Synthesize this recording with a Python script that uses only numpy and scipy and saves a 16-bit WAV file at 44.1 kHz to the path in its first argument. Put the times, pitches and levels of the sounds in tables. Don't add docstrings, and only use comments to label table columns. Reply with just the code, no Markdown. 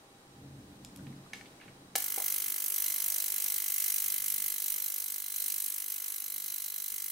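import sys
import numpy as np
from scipy import signal
from scipy.fft import rfft, irfft
from scipy.io import wavfile
from scipy.ndimage import uniform_filter1d

SR = 44100
rng = np.random.default_rng(int(sys.argv[2]) if len(sys.argv) > 2 else 0)


def wav_record(signal):
    frames = np.transpose(np.atleast_2d(signal))
    bounded = np.clip(frames, -1, 1)
    quanta = np.round(bounded * 32767).astype(np.int16)
    wavfile.write(sys.argv[1], SR, quanta)


N = 313800
T = np.arange(N) / SR
HZ = np.fft.rfftfreq(N, 1 / SR)
MAINS_HZ = 50.003
ON_S = 1.96
EDGE_HZ = 15810

# frequency in Hz, relative level in dB per Hz.
RUMBLE_COLOUR = [(53, -51), (90, -10.5), (130, -1), (162, -11), (188, -2.5), (273, -2.5), (373, -19),
                 (600, -19.5), (780, -42), (1320, -120)]
# frequency in Hz, width in Hz, lift in dB.
RUMBLE_BOOMS = [(93, 21, 4), (137.2, 6.4, 15), (188.3, 12.6, 8.5), (287.3, 8.9, 10.5), (320, 36, 3.5)]
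# frequency in Hz, relative level in dB per Hz.
DEEP_COLOUR = [(10, -26), (25, -16), (55, 5), (80, 10.5), (120, -29)]
# centre in seconds, half length in seconds, boom level in dB,
# deep level in dB.
RUMBLE_SWELLS = [(.5, 0.086, -50.5, -66), (0.665, 0.072, -51, -61), (.82, 0.098, -54.5, -66),
                 (1.048, 0.083, -47, -61), (1.2, 0.15, -56, -78), (1.45, 0.066, -57.5, -84),
                 (1.69, 0.027, -53.5, -78), (1.897, 0.058, -57, -81), (2.45, 0.11, -71, -86),
                 (3.42, .08, -80, -86), (4.393, 0.072, -65.5, -82), (6.97, 0.11, -79, -86)]
HOLD_DB, HOLD_DEEP_DB = -5, -23.5
# frequency in Hz, relative level in dB per Hz.
AIR_COLOUR = [(180, -15.5), (300, -7.5), (462, -12.5), (787, -17.5), (961, -18), (1780, -24.5), (1930, -23),
              (2030, -26.5), (3460, -27.5), (3760, -33), (4090, -28), (8790, -31), (16000, -39)]
# frequency in Hz, width in Hz, lift in dB.
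AIR_PEAKS = [(801, 18, 11.5), (3860, 130, 12), (8680, 390, 5.5)]
# time in seconds, level in dB.
AIR_LEVEL = [(0, -60), (.8, -59.5), (1.5, -57.5), (1.95, -59.5), (2.02, -65.5), (2.5, -70.5), (4.5, -73),
             (5, -75.5), (7.12, -76.5)]
# frequency in Hz, side minus mid in dB.
FAR_SIDE = [(60, -19), (130, -32), (290, -17), (640, -5), (1410, 2), (3100, 2.5), (6820, 0.5), (15000, 1)]
# frequency in Hz, t60 in seconds.
ROOM_DECAY = [(300, 0.15), (2000, 0.34), (8000, 0.39), (16000, 0.04)]

# start in seconds,
# level in dB, centre in Hz, t60 in seconds.
TICKS = [(0.8485, -30, 7850, 0.0084), (0.9611, -38, 11000, 0.012), (.973, -42, 9000, 0.0069),
         (1.334, -38, 8400, 0.024), (1.956, -21, 9000, 0.023), (1.96, -16, 10900, 0.015),
         (2.179, -33, 3000, .012)]
# start in seconds, level in dB, centre in Hz, spread in octaves,
# scrape t60 in seconds, scrape level in dB, left minus right in dB.
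TAPS = [(0.992, -51.5, 1380, 0.29, 0.055, 5, 10), (1.067, -45.5, 2140, 0.88, 0.046, 7, -4),
        (1.127, -50, 1800, 0.32, 0.056, 0, 0), (1.262, -53, 1140, 0.26, 0.046, 6, 4),
        (1.3326, -28, 2360, 1.1, 0.069, -5, -1), (1.35, -46.5, 3000, 1.7, 0.4, 14, 0),
        (1.4106, -39, 1890, 1, 0.017, 6, 7), (1.457, -47.5, 2980, 0.55, 0.11, 4, -4),
        (1.6, -50, 2200, 0.55, .02, -2, 0), (1.612, -43, 2110, 0.74, 0.2, -1, -2),
        (1.679, -46, 1940, 0.58, 0.073, 3, -3), (1.9539, -17, 1800, 2.9, 0.017, 10, 0),
        (2.1769, -30.5, 710, 1.6, 0.1, -10, -1), (2.2, -40, 704, 0.42, 0.1, 11, 0)]
# frequency in Hz, relative level in dB, t60 in seconds.
HOUSING_MODES = [(337, -5, .03), (470, -3.5, 0.044), (686, -10, 0.031), (784, 0.5, 0.041),
                 (1100, -10, 0.021), (1300, -13, .025), (1730, -5.5, 0.039), (2214, 1, 0.024),
                 (2810, -7, 0.023), (3950, -9, .025), (6500, -13, .015)]

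# multiple of the mains, relative level in dB.
HUM_LINES = [(2, -25), (3, -24), (4, -25), (5, -18), (6, -12), (7, -14), (8, -15), (9, -18), (10, -17),
             (11, -18), (12, -18), (13, -25), (14, -25), (15, -19), (16, -13), (17, -22), (18, -19),
             (19, -11), (20, -13), (21, -16), (22, -10), (23, -13), (24, -15), (25, -15), (26, -9),
             (27, -13), (28, -14), (29, -9), (30, -24), (31, -16), (32, -18), (33, -11), (34, -10),
             (35, -25)]
HUM_DB, HUM_FADE_DB_PER_S = -57.5, 1.34
# multiple of the mains, centre in seconds, half length in seconds,
# lift in dB.
HUM_SWELL = (13, 3.06, 0.51, 18)
# frequency in Hz, relative level in dB,
# t60 in seconds, strike time in ms into the mains cycle.
TANK_MODES = [(2068, 13, .035, .3), (2290, 9, .016, .52), (2530, -3, .03, .3), (2800, 4, .015, 2.1),
              (2985, 1, .03, 2.1), (3170, 11, .02, 4.9), (3350, -4, .04, 4.9), (3500, -9, .04, 2.1),
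              (3770, -7, .03, .7), (4000, 5, .035, .7), (4150, 5, .03, 1.5), (4400, -2, .02, .7)]
LOW_RING_DB, LOW_FADE_DB_PER_S = -23.5, 0.53
# time in seconds, hiss level in dB, high tank ring level in dB.
DRIVE = [(1.99, -34, -60), (2.25, -33.5, -59), (2.4, -33.5, -58.5), (2.72, -34.5, -67), (2.86, -32, -51),
         (3.0, -32.5, -58), (3.5, -33.5, -55.5), (3.85, -31.5, -59), (4.0, -32.5, -54), (4.2, -33, -58.5),
         (4.65, -34, -56.5), (4.85, -35.5, -56.5), (5.2, -39, -58.5), (5.45, -34.5, -52.5),
         (5.75, -36.5, -64), (6.25, -38.5, -55.5), (6.7, -38.5, -55.5), (7.11, -37, -61.5)]
# time in ms, level in dB.
BURST_SHAPE = [(0, -24), (.5, -7), (1, -2.5), (2, -.5), (3, 0), (5.6, -1.5), (6.8, -4.5), (7.8, -10),
               (9.5, -15), (13, -21), (20, -28)]
# frequency in Hz, relative level in dB per Hz.
FIZZ_COLOUR = [(250, -44), (500, -38.5), (850, -37), (1200, -30), (1800, -25), (2600, -18.5), (3500, -18),
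               (4600, -11.5), (5300, -10.5), (7000, -7), (8500, -2.5), (10500, -3), (13900, -1.5),
               (15000, 2.5), (15700, 0.5)]
# frequency in Hz, width in Hz, lift in dB.
WATER_PEAKS = [(1682, 29, 9.5), (2200, 410, 2), (3020, 440, 3), (5894, 500, 6.5), (6450, 130, 7.5),
               (11220, 590, 5), (12600, 1700, 5.5)]
# frequency in Hz, level in dB relative to the burst.
LINGER_COLOUR = [(1000, 11.5), (3000, 4), (6000, -3.5), (11000, -4), (16000, -10)]
# centre in Hz, half the reach of each skirt in Hz.
SING_BAND = (4050, 330)
SING_DB = -2.3
# frequency in Hz, side minus mid in dB.
NEAR_SIDE = [(60, 3), (130, 5), (290, 1.5), (640, 0), (1410, -8), (3100, -2.5), (6820, -7), (10000, -2),
             (15000, -2)]


def gain_of(db):
    return 10 ** (np.asarray(db) / 20)


def evened(x):
    return x / np.sqrt(np.mean(x ** 2) + 1e-20)


def read(points, hz):
    f, value = np.transpose(points)
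    return np.interp(np.log(hz + 1), np.log(f + 1), value)


def curve(rows, index=1):
    columns = np.transpose(rows)
    return np.interp(T, columns[0], columns[index])


def colour(x, points, peaks=()):
    db = read(points, HZ)
    for f, width, lift_db in peaks:
        db = db + lift_db / (1 + (2 * (HZ - f) / width) ** 2)
    return irfft(rfft(x) * gain_of(db), N)


def ports(pair, side):
    mid, off = pair[0], colour(pair[1], side)
    return np.array([mid + off, mid - off])


def add(mix, s, sound):
    part = mix[..., round(s * SR):][..., :sound.shape[-1]]
    part += sound[..., :part.shape[-1]]


def wander(per_s):
    steps = rng.standard_normal(int(T[-1] * per_s) + 2)
    return evened(np.interp(T * per_s, np.arange(len(steps)), steps))


def grip(rest_db, index):
    power = gain_of(2 * (curve(AIR_LEVEL) + rest_db + 2.8 * wander(8)))
    for row in RUMBLE_SWELLS:
        bell = np.exp(-((T - row[0]) / row[1]) ** 2)
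        power = power + gain_of(2 * row[index]) * bell
    return np.sqrt(power)


def background():
    lumps = gain_of(1.2 * evened(uniform_filter1d(rng.standard_normal(N), size=1500)))
    shake = lumps * rng.standard_normal((2, N))
    rumble = grip(HOLD_DB, index=2) * evened(colour(shake, RUMBLE_COLOUR, RUMBLE_BOOMS))
    deep = grip(HOLD_DEEP_DB, index=3) * evened(colour(shake, DEEP_COLOUR))
    air_noise = colour(rng.standard_normal((2, N)), AIR_COLOUR, AIR_PEAKS)
    air = gain_of(curve(AIR_LEVEL)) * evened(air_noise)
    return ports(rumble + deep + air, FAR_SIDE)


def room(x):
    hz, t, z = signal.stft(rng.standard_normal((2, SR // 2)), SR, nperseg=256)
    decay = gain_of(-60 * t / read(ROOM_DECAY, hz)[:, None])
    tail = signal.istft(z * decay, SR, nperseg=256)[1]
    tail[:, :130] = 0
    return signal.fftconvolve(x[None], tail / np.linalg.norm(tail[0]), axes=1)[:, :N]


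def ticks():
    out, t = np.zeros(N), T[:2000]
    for s, db, hz, t60 in TICKS:
        band = signal.butter(2, [hz * 0.28, min(hz * 1.23, 20000)], "band", fs=SR)
        snap = signal.lfilter(*band, rng.standard_normal(len(t)))
        add(out, s, gain_of(db - 60 * t / t60) * snap)
    return out


def housing():
    out, t = np.zeros((2, N)), T[:8192]
    hz = np.fft.rfftfreq(8192, 1 / SR) + 1
    for s, db, centre_hz, spread, scrape_t60, scrape_db, pan_db in TAPS:
        ring = np.zeros(len(t))
        for f, mode_db, t60 in HOUSING_MODES:
            struck_db = mode_db - 7.9 * (np.log2(f / centre_hz) / spread) ** 2
            ring += gain_of(struck_db - 60 * t / t60) * np.sin(2 * np.pi * (f * t + rng.random()))
        band = gain_of(-6.5 * (np.log2(hz / centre_hz) / spread) ** 2)
        noise = evened(irfft(rfft(rng.standard_normal((2, len(t)))) * band))
        scrape = noise[0] + 0.45 * noise[1] * [[1], [-1]]
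        scrape = scrape * gain_of(scrape_db - 9.0 - 60 * t / scrape_t60)
        attack = 1 - np.exp(-t / 0.00055)
        blow = (ring / abs(ring).max() + scrape) * attack
        sides_db = db + np.array([[.5], [-.5]]) * pan_db
        add(out, s, gain_of(sides_db) * blow / abs(blow).max())
    return signal.sosfilt(signal.butter(2, 280, "high", fs=SR, output="sos"), out)


def hum(scatter=1.0, waver_db=1.16, drift_db=1.07):
    out = np.zeros(N)
    swell_k, swell_s, swell_half_s, swell_db = HUM_SWELL
    for k, db in HUM_LINES:
        phase = rng.uniform(-1, 1) * (scatter if k > 17 else np.pi)
        if k == swell_k:
            db = db + swell_db * np.exp(-((T - swell_s) / swell_half_s) ** 2)
        level = gain_of(db + waver_db * wander(4) + drift_db * wander(0.98))
        out += level * np.cos(2 * np.pi * k * MAINS_HZ * (T - ON_S - .0007) + phase)
    return gain_of(HUM_DB - HUM_FADE_DB_PER_S * (T - ON_S)) * out * (T >= ON_S)


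def tank(vary=0.11, jitter_ms=0.0055, low_waver_db=1.6, high_waver_db=1.0):
    starts, t = ON_S + np.arange(300) / MAINS_HZ, T[:4000]
    rings = np.zeros((2, N))
    for hz, db, t60, ms in TANK_MODES:
        size, late = rng.standard_normal((2, 300))
        at = np.round((starts + (ms + jitter_ms * late) / 1000) * SR).astype(int)
        blows = np.bincount(at, 1 + vary * size, 2 * N)[:N]
        mode = gain_of(db - 60 * t / t60) * np.sin(2 * np.pi * hz * t)
        rings[int(hz > 3600)] += signal.oaconvolve(blows, mode)[:N]
    low, high = signal.sosfilt(signal.butter(4, 1300, "high", fs=SR, output="sos"), rings)
    low_db = curve(DRIVE) + LOW_RING_DB - LOW_FADE_DB_PER_S * (T - ON_S) + low_waver_db * wander(8.6)
    high_db = curve(DRIVE, index=2) + high_waver_db * wander(12)
    return gain_of(low_db) * low + gain_of(high_db) * high


def smooth_patches(grid, bands, frames):
    return evened(uniform_filter1d(uniform_filter1d(grid, size=bands, axis=0), size=frames, axis=1))


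def bubbles(cycle_db=0.14, lump_db=0.7, linger_s=0.0091, patch_db=1.25, drift_db=.5):
    turns = np.maximum(T - ON_S, 0) * MAINS_HZ
    ms, db = np.transpose(BURST_SHAPE)
    gate_db = np.interp(turns % 1 / MAINS_HZ * 1000, ms, db)
    gate_db += cycle_db * rng.standard_normal(400)[turns.astype(int)]
    gate_db += lump_db * evened(uniform_filter1d(rng.standard_normal(N), size=50))
    gate_db += 1.5 * np.minimum(rng.exponential(1, N), 4)
    gate = gain_of(gate_db) * (T >= ON_S)

    keep = np.exp(-1 / (linger_s * SR))
    after = np.sqrt(signal.lfilter([1 - keep], [1, -keep], gate ** 2))
    burst, wash = rng.standard_normal((2, 2, N))
    fizz = colour(gate * burst + colour(after * wash, LINGER_COLOUR), FIZZ_COLOUR, WATER_PEAKS)

    hz, t, z = signal.stft(fizz, SR, nperseg=128)
    quick, slow = rng.standard_normal((2, len(hz), len(t)))
    quick = smooth_patches(quick, 4, 8)
    slow = smooth_patches(slow, 6, 250)
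    fizz = signal.istft(z * gain_of(patch_db * quick + drift_db * slow), SR, nperseg=128)[1][:, :N]

    centre, step = SING_BAND
    sing = colour(fizz, [(centre - 2 * step, -30), (centre, 0), (centre + 2 * step, -30)])
    hiss_db = curve(DRIVE) + 0.79 * wander(14)
    sing_db = curve(DRIVE, index=2) + SING_DB + 1.8 * wander(12)
    hiss = gain_of(hiss_db) * fizz / fizz[0, 3 * SR:].std()
    singing = gain_of(sing_db) * sing / sing[0, 3 * SR:].std()
    return (hiss + singing) * (T >= ON_S)


def scene():
    taps, snaps = housing(), ticks()
    echo = gain_of(-7.0) * room(taps.mean(0) + snaps)
    near = taps + snaps + echo
    body = (tank() + hum()) * gain_of([[-.3], [.3]])
    bath = (ports(bubbles(), NEAR_SIDE) + body) * gain_of([[-.4], [.4]])
    return background() + near + bath


def record(dry):
    low_pass = signal.firwin(1023, EDGE_HZ, window=("kaiser", 9), fs=SR)
    return signal.oaconvolve(dry, low_pass[None], "same")


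dry = scene()
out = record(dry)
wav_record(out)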